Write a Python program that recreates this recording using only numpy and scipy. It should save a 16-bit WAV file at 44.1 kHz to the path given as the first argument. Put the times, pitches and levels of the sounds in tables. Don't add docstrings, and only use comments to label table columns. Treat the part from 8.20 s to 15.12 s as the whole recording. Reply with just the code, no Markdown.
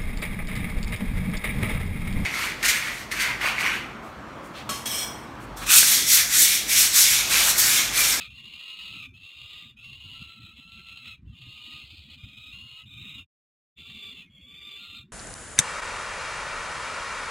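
import sys
import numpy as np
from scipy import signal
from scipy.fft import rfft, irfft
from scipy.io import wavfile
from scipy.ndimage import map_coordinates

SR = 44100
rng = np.random.default_rng(int(sys.argv[2]) if len(sys.argv) > 2 else 0)


def unload_wav(signal):
    wavfile.write(
        sys.argv[1],
        SR,
        np.round(np.clip(np.atleast_2d(signal).T, -1, 1) * 32767).astype(np.int16),
    )


N = 305172
TIME = np.arange(N) / SR

DEEP_DB, DRONE_DB = -56.5, -57.5
BUFFET_HZ, BUFFET_DB = 9.2, 1.35

SCOOP_S, SAG_S = 0.11, 0.055
ONSET_S, FALL_DB = 0.012, 20
PUSH_BEFORE_END_S, PUSH_S = 0.057, 0.044
TONE_LAG_SHARE = 0.23
BREAK_JITTER = 1.5
BEAK_STEEPNESS = 9.95

CONVERTER_HZ, TOP_HZ = 48000, 15800


def undb(db):
    return 10 ** (np.asarray(db) / 20)


def unit(x):
    return x / np.sqrt(np.mean(x ** 2))


def bump(t, centre, width):
    return np.exp(-((t - centre) / width) ** 2)


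def coloured(points):
    hz, db = np.transpose(points)
    f = np.maximum(np.fft.rfftfreq(N, 1 / SR), 1)
    low_skirt = np.minimum(f / hz[0], 1) ** 2
    high_skirt = np.minimum(hz[-1] / f, 1) ** 2
    gain = undb(np.interp(np.log(f), np.log(hz), db)) * low_skirt * high_skirt
    return unit(irfft(rfft(rng.standard_normal(N)) * gain, N))


def wobble(hz):
    lowpass = signal.butter(2, hz, fs=SR, output="sos")
    return unit(signal.sosfilt(lowpass, rng.standard_normal(N)))


def rumble():
    # f/Hz, level/dB
    deep_colour = [(20, -27), (32, -17.5), (48, -14), (65, -1), (92, 0), (130, -1.5), (180, -17)]
    # f/Hz, level/dB
    drone_colour = [(120, -6.5), (170, 4), (250, 1.5), (310, -5), (400, -12), (560, -41), (1000, -18),
                    (2000, -18.5)]
    # t/s, 1/e half-width/s, deep change/dB, drone change/dB
    level_changes = [ (.52, 0.075, -35, -7.5), (.83, 0.16, 5, 1.5), (1.11, .04, -18, -13),
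                     (1.22, 0.11, 3, -8.5), (1.73, 0.1, 6.5, -1), (2.02, 0.021, 10, 7),
                     (2.22, 0.042, 5.5, 3), (3.078, 0.058, 12, 4.5), (3.26, 0.051, 10, 0.5),
                     (3.8, .12, 5.5, -1.5), (4.048, 0.041, 12, 2), (4.559, 0.04, -6, -33),
                     (4.85, 0.47, 4, 2), (5.9, 0.083, -0.5, 1.5), (6.6, 0.21, -0.5, -2), ]
    deep_db = DEEP_DB + BUFFET_DB * wobble(BUFFET_HZ)
    drone_db = DRONE_DB + BUFFET_DB * wobble(BUFFET_HZ)
    for centre_s, width_s, deep_change_db, drone_change_db in level_changes:
        change = bump(TIME, centre_s, width_s)
        deep_db = deep_db + deep_change_db * change
        drone_db = drone_db + drone_change_db * change
    deep = coloured(deep_colour) * undb(deep_db)
    drone = coloured(drone_colour) * undb(drone_db)
    return deep + drone


def ledge(x, wet_db, t60_s):
    t = TIME[:SR // 2]
    decay = np.exp(-np.log(1000) * t / t60_s)
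    tail = rng.standard_normal(len(t)) * decay * (t > 0.003)
    echoes = signal.fftconvolve(x, tail / np.linalg.norm(tail))[:N]
    return x + undb(wet_db) * echoes


def rasp(source, edge_hz):
    f, t, frames = signal.stft(source, SR, nperseg=512)
    edge = np.interp(t, TIME[:len(source)], edge_hz)
    beak = 1 / (1 + (f[:, None] / edge) ** BEAK_STEEPNESS)
    return signal.istft(frames * beak, SR)[1][:len(source)]


def effort(t, start, end, rise, fall, swell_db, push_db):
    rising = np.clip(1 - (t - start) / rise, 0, 1)
    falling = np.clip(1 - (end - t) / fall, 0, 1)
    push = bump(t, end - PUSH_BEFORE_END_S, PUSH_S)
    gate = np.clip(np.minimum(t - start, end - t) / ONSET_S, 0, 1)
    return gate * undb(push_db * push - swell_db * rising - FALL_DB * falling)


def chick(cries, gain_db, rasp_gain_db, onset_rasp_db, shake_hz, onset_jitter, scatter, wander,
          flutter_db, edge_hz, sputter_hz, sputter_db):
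    # f/Hz, level/dB
    throat = [(900, -26.5), (1250, -13.5), (1650, -17), (2000, -8.5), (2300, -7), (2550, -2), (3100, 0),
              (3700, 2), (4400, 2.5), (5300, 3.5)]
    out = np.zeros(N)
    shake, grit, drift = wobble(shake_hz), wobble(700), wobble(27.06)
    flutter = unit(wobble(100) + wobble(48))
    sputter = coloured(throat) * unit(undb(sputter_db * wobble(sputter_hz)))
    for (start, end, rise, fall, pitch, scoop, sag, second_db, swell_db, push_db,
         first_db, third_db, fourth_db, jitter_percent, rasp_db, beak_hz) in cries:
        on = (TIME >= start) & (TIME <= end)
        t = TIME[on]
        opening = np.exp((start - t) / SCOOP_S)
        closing = np.exp((t - end) / SAG_S)
        arch = 1 - scoop * opening - sag * closing
        hz = pitch * arch
        shaking = jitter_percent / 100 * onset_jitter ** opening * BREAK_JITTER ** closing
        unsteady = shaking * shake[on] + scatter * grit[on] + wander * drift[on]
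        phase = 2 * np.pi * np.cumsum(hz * (1 + unsteady)) / SR
        shut_db = 10 * np.log10(1 + (4 * hz / edge_hz) ** 60)
        harmonics_db = [first_db, 0, third_db, fourth_db - shut_db]
        tone = sum(undb(h) * np.sin(k * phase) for k, h in enumerate(harmonics_db, 1))
        tone_db = second_db + gain_db - TONE_LAG_SHARE * swell_db * opening
        voice = np.sqrt(2) * tone * undb(tone_db)
        hoarse_db = rasp_db + rasp_gain_db + onset_rasp_db * opening
        hoarse = rasp(sputter[on], beak_hz * arch) * undb(hoarse_db)
        strength = undb(flutter_db * flutter[on]) * effort(t, start, end, rise, fall, swell_db, push_db)
        out[on] += (voice + hoarse) * strength
    return out


def scene():
    # start/s, end/s, rise/s,
    # fall/s, held pitch/Hz, scoop/share of pitch, sag/share of pitch, 2nd harmonic/dB, swell/dB,
    # last push/dB, then 1st, 3rd, 4th harmonic re 2nd/dB, held rms jitter/%, rasp/dB, rasp upper edge/Hz
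    high_cries = [ (-.1, .09, 0.045, 0.027, 1333, 0.015, 0.088, -39.5, 3, -2.5, -13.5, -6, -22, 3.3, -36.5, 4140),
                  (.095, .88, 0.52, 0.025, 1424, .06, .16, -41.5, 8, -6.5, -35, -20, -20, 2.48, -40.5, 4210),
                  (.93, 1.55, .34, .17, 1411, 0.098, 0.048, -46, 6, 2.5, -27, -20, -45, 2, -46, 4360),
                  (1.56, 2.12, .08, 0.059, 1441, 0.13, 0.077, -46, 5.5, -1.5, -41, -20, -21.5, 2.35, -46, 4200),
                  (2.32, 2.975, .4, 0.11, 1350, 0.018, 0.13, -48, 6, 12.5, -13.5, -6, -22, 2.31, -42.5, 3810),
                  (3.05, 3.71, .22, 0.087, 1408, .04, 0.015, -47.5, 13.5, -1.5, -38, -12.5, -41, 3.5, -46, 4130),
                  (4.32, 4.67, .04, 0.068, 1446, 0.047, 0.039, -46, -4, -3, -25.5, -13, -30, 1.88, -47, 3940),
                  (4.74, 5.035, 0.11, 0.027, 1404, .02, 0.013, -48.5, 14, 3.5, -28.5, -25, -32, 2.1, -47.5, 3520),
                  (5.565, 6.1, .22, 0.11, 1381, 0.019, 0.31, -51.5, 1, 9, -23.5, -25, -26, 2.73, -45, 4000),
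                  (6.42, 6.845, .2, 0.057, 1395, 0.047, 0.035, -51.5, 14, 1, -11.5, -3.5, -32, 2.25, -44, 3940),
                  ]
    low_cries = [ (.27, .88, 0.5, 0.023, 1298, 0.13, 0.0767, -49, 6, 2, -12, -4.5, -13, 2.7, -45.5, 3820),
                 (1.02, 1.545, 0.28, 0.11, 1231, .02, 0.054, -61, 8.5, 7.5, -4.5, 9.5, -3, 2.48, -45, 3630),
                 (1.77, 2.34, 0.25, 0.021, 1332, 0.011, 0.052, -57, 6.7, 2, -5, 0, -9, 1.94, -47, 3820),
                 (3.12, 3.65, 0.7, 0.086, 1238, .01, 0.017, -50.5, 15.4, 5, -6.5, 2.5, -8.5, 1.54, -40.5, 3970),
                 (3.62, 3.995, 0.1, .14, 1260, .01, 0.098, -60, 4.3, 13.5, -12, -19, -15, 3.15, -48, 4350),
                 (3.97, 4.39, 0.26, 0.08, 1264, 0.054, 0.011, -52.5, 5, 0.5, -14.5, 0, -7.5, 1.86, -45.5, 3820),
                 (4.38, 4.66, 0.17, 0.031, 1287, 0.0088, .01, -65, 4.3, 7.5, -3, 2, -1, 1.93, -49.5, 3400),
                 (4.65, 5.03, 0.15, 0.043, 1243, .01, 0.022, -51, 8.7, -2, -15.5, 4.5, -28, 2.42, -47, 3530),
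                 (5.555, 6.04, 0.35, 0.16, 1170, 0.00985, 0.012, -51.5, 9.8, -1, -12, 9, -11.5, 1.22, -45, 3249),
                 (6.095, 6.63, 0.44, 0.054, 1179, .08, .01, -51.5, 15.4, -3.5, -11.5, 7.5, -8, 1.58, -40.5, 3250),
                 (6.57, 6.855, 0.09, 0.065, 1228, 0.032, .03, -60, 3.1, 3.5, -6.5, 10, -10, 2.02, -57.5, 3600),
                 ]
    high = chick(high_cries, gain_db=-3.5, rasp_gain_db=0.0, onset_rasp_db=3, shake_hz=110.5,
                 onset_jitter=0.55, scatter=0.013, wander=0.0025, flutter_db=2.38,
                 edge_hz=5500, sputter_hz=169, sputter_db=2.0)
    low = chick(low_cries, gain_db=-0.3, rasp_gain_db=2.0, onset_rasp_db=4.5, shake_hz=109.3,
                onset_jitter=1.803, scatter=0.0074, wander=0.00293, flutter_db=2.0,
                edge_hz=4900, sputter_hz=170, sputter_db=1.6)
    mono = ledge(high + low, wet_db=-4.5, t60_s=0.21) + rumble()
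    return np.array([mono, mono])


def suppress(x, depth_db, size=2048):
    # f/Hz, density/(dB per Hz)
    noise_floor = [(30, -99), (90, -73.5), (250, -78.5), (500, -91), (1300, -87.5), (2000, -86.5),
                   (4500, -89)]
    f, t, frames = signal.stft(x, SR, nperseg=size, scaling="psd")
    hz, db = np.transpose(noise_floor)
    floor = undb(np.interp(np.log(f + 1), np.log(hz), db))[:, None]
    above = (np.sqrt(2) * np.abs(frames) / floor) ** 4
    gain = np.maximum(above / (1 + above), undb(depth_db))
    return signal.istft(frames * gain, SR, scaling="psd")[1][..., :N]


def record(dry):
    # start/s, end/s
    mute = (5.068, 5.55)
    outside_s = np.maximum(mute[0] - TIME, TIME - mute[1])
    live = np.clip(outside_s / 0.039, 0, 1) ** 2
    ends = np.clip(np.minimum(TIME, TIME[-1] - TIME) / 0.003, 0, 1)
    cleaned = suppress(dry, depth_db=-15) * live * ends
    taken = np.floor(TIME * CONVERTER_HZ + 1e-6) * SR / CONVERTER_HZ
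    thinned = np.array([map_coordinates(channel, [taken], order=5, mode="nearest") for channel in cleaned])
    lowpass = signal.ellip(10, 0.2, 70, TOP_HZ, fs=SR, output="sos")
    return signal.sosfilt(lowpass, thinned)


dry = scene()
out = record(dry)
unload_wav(out)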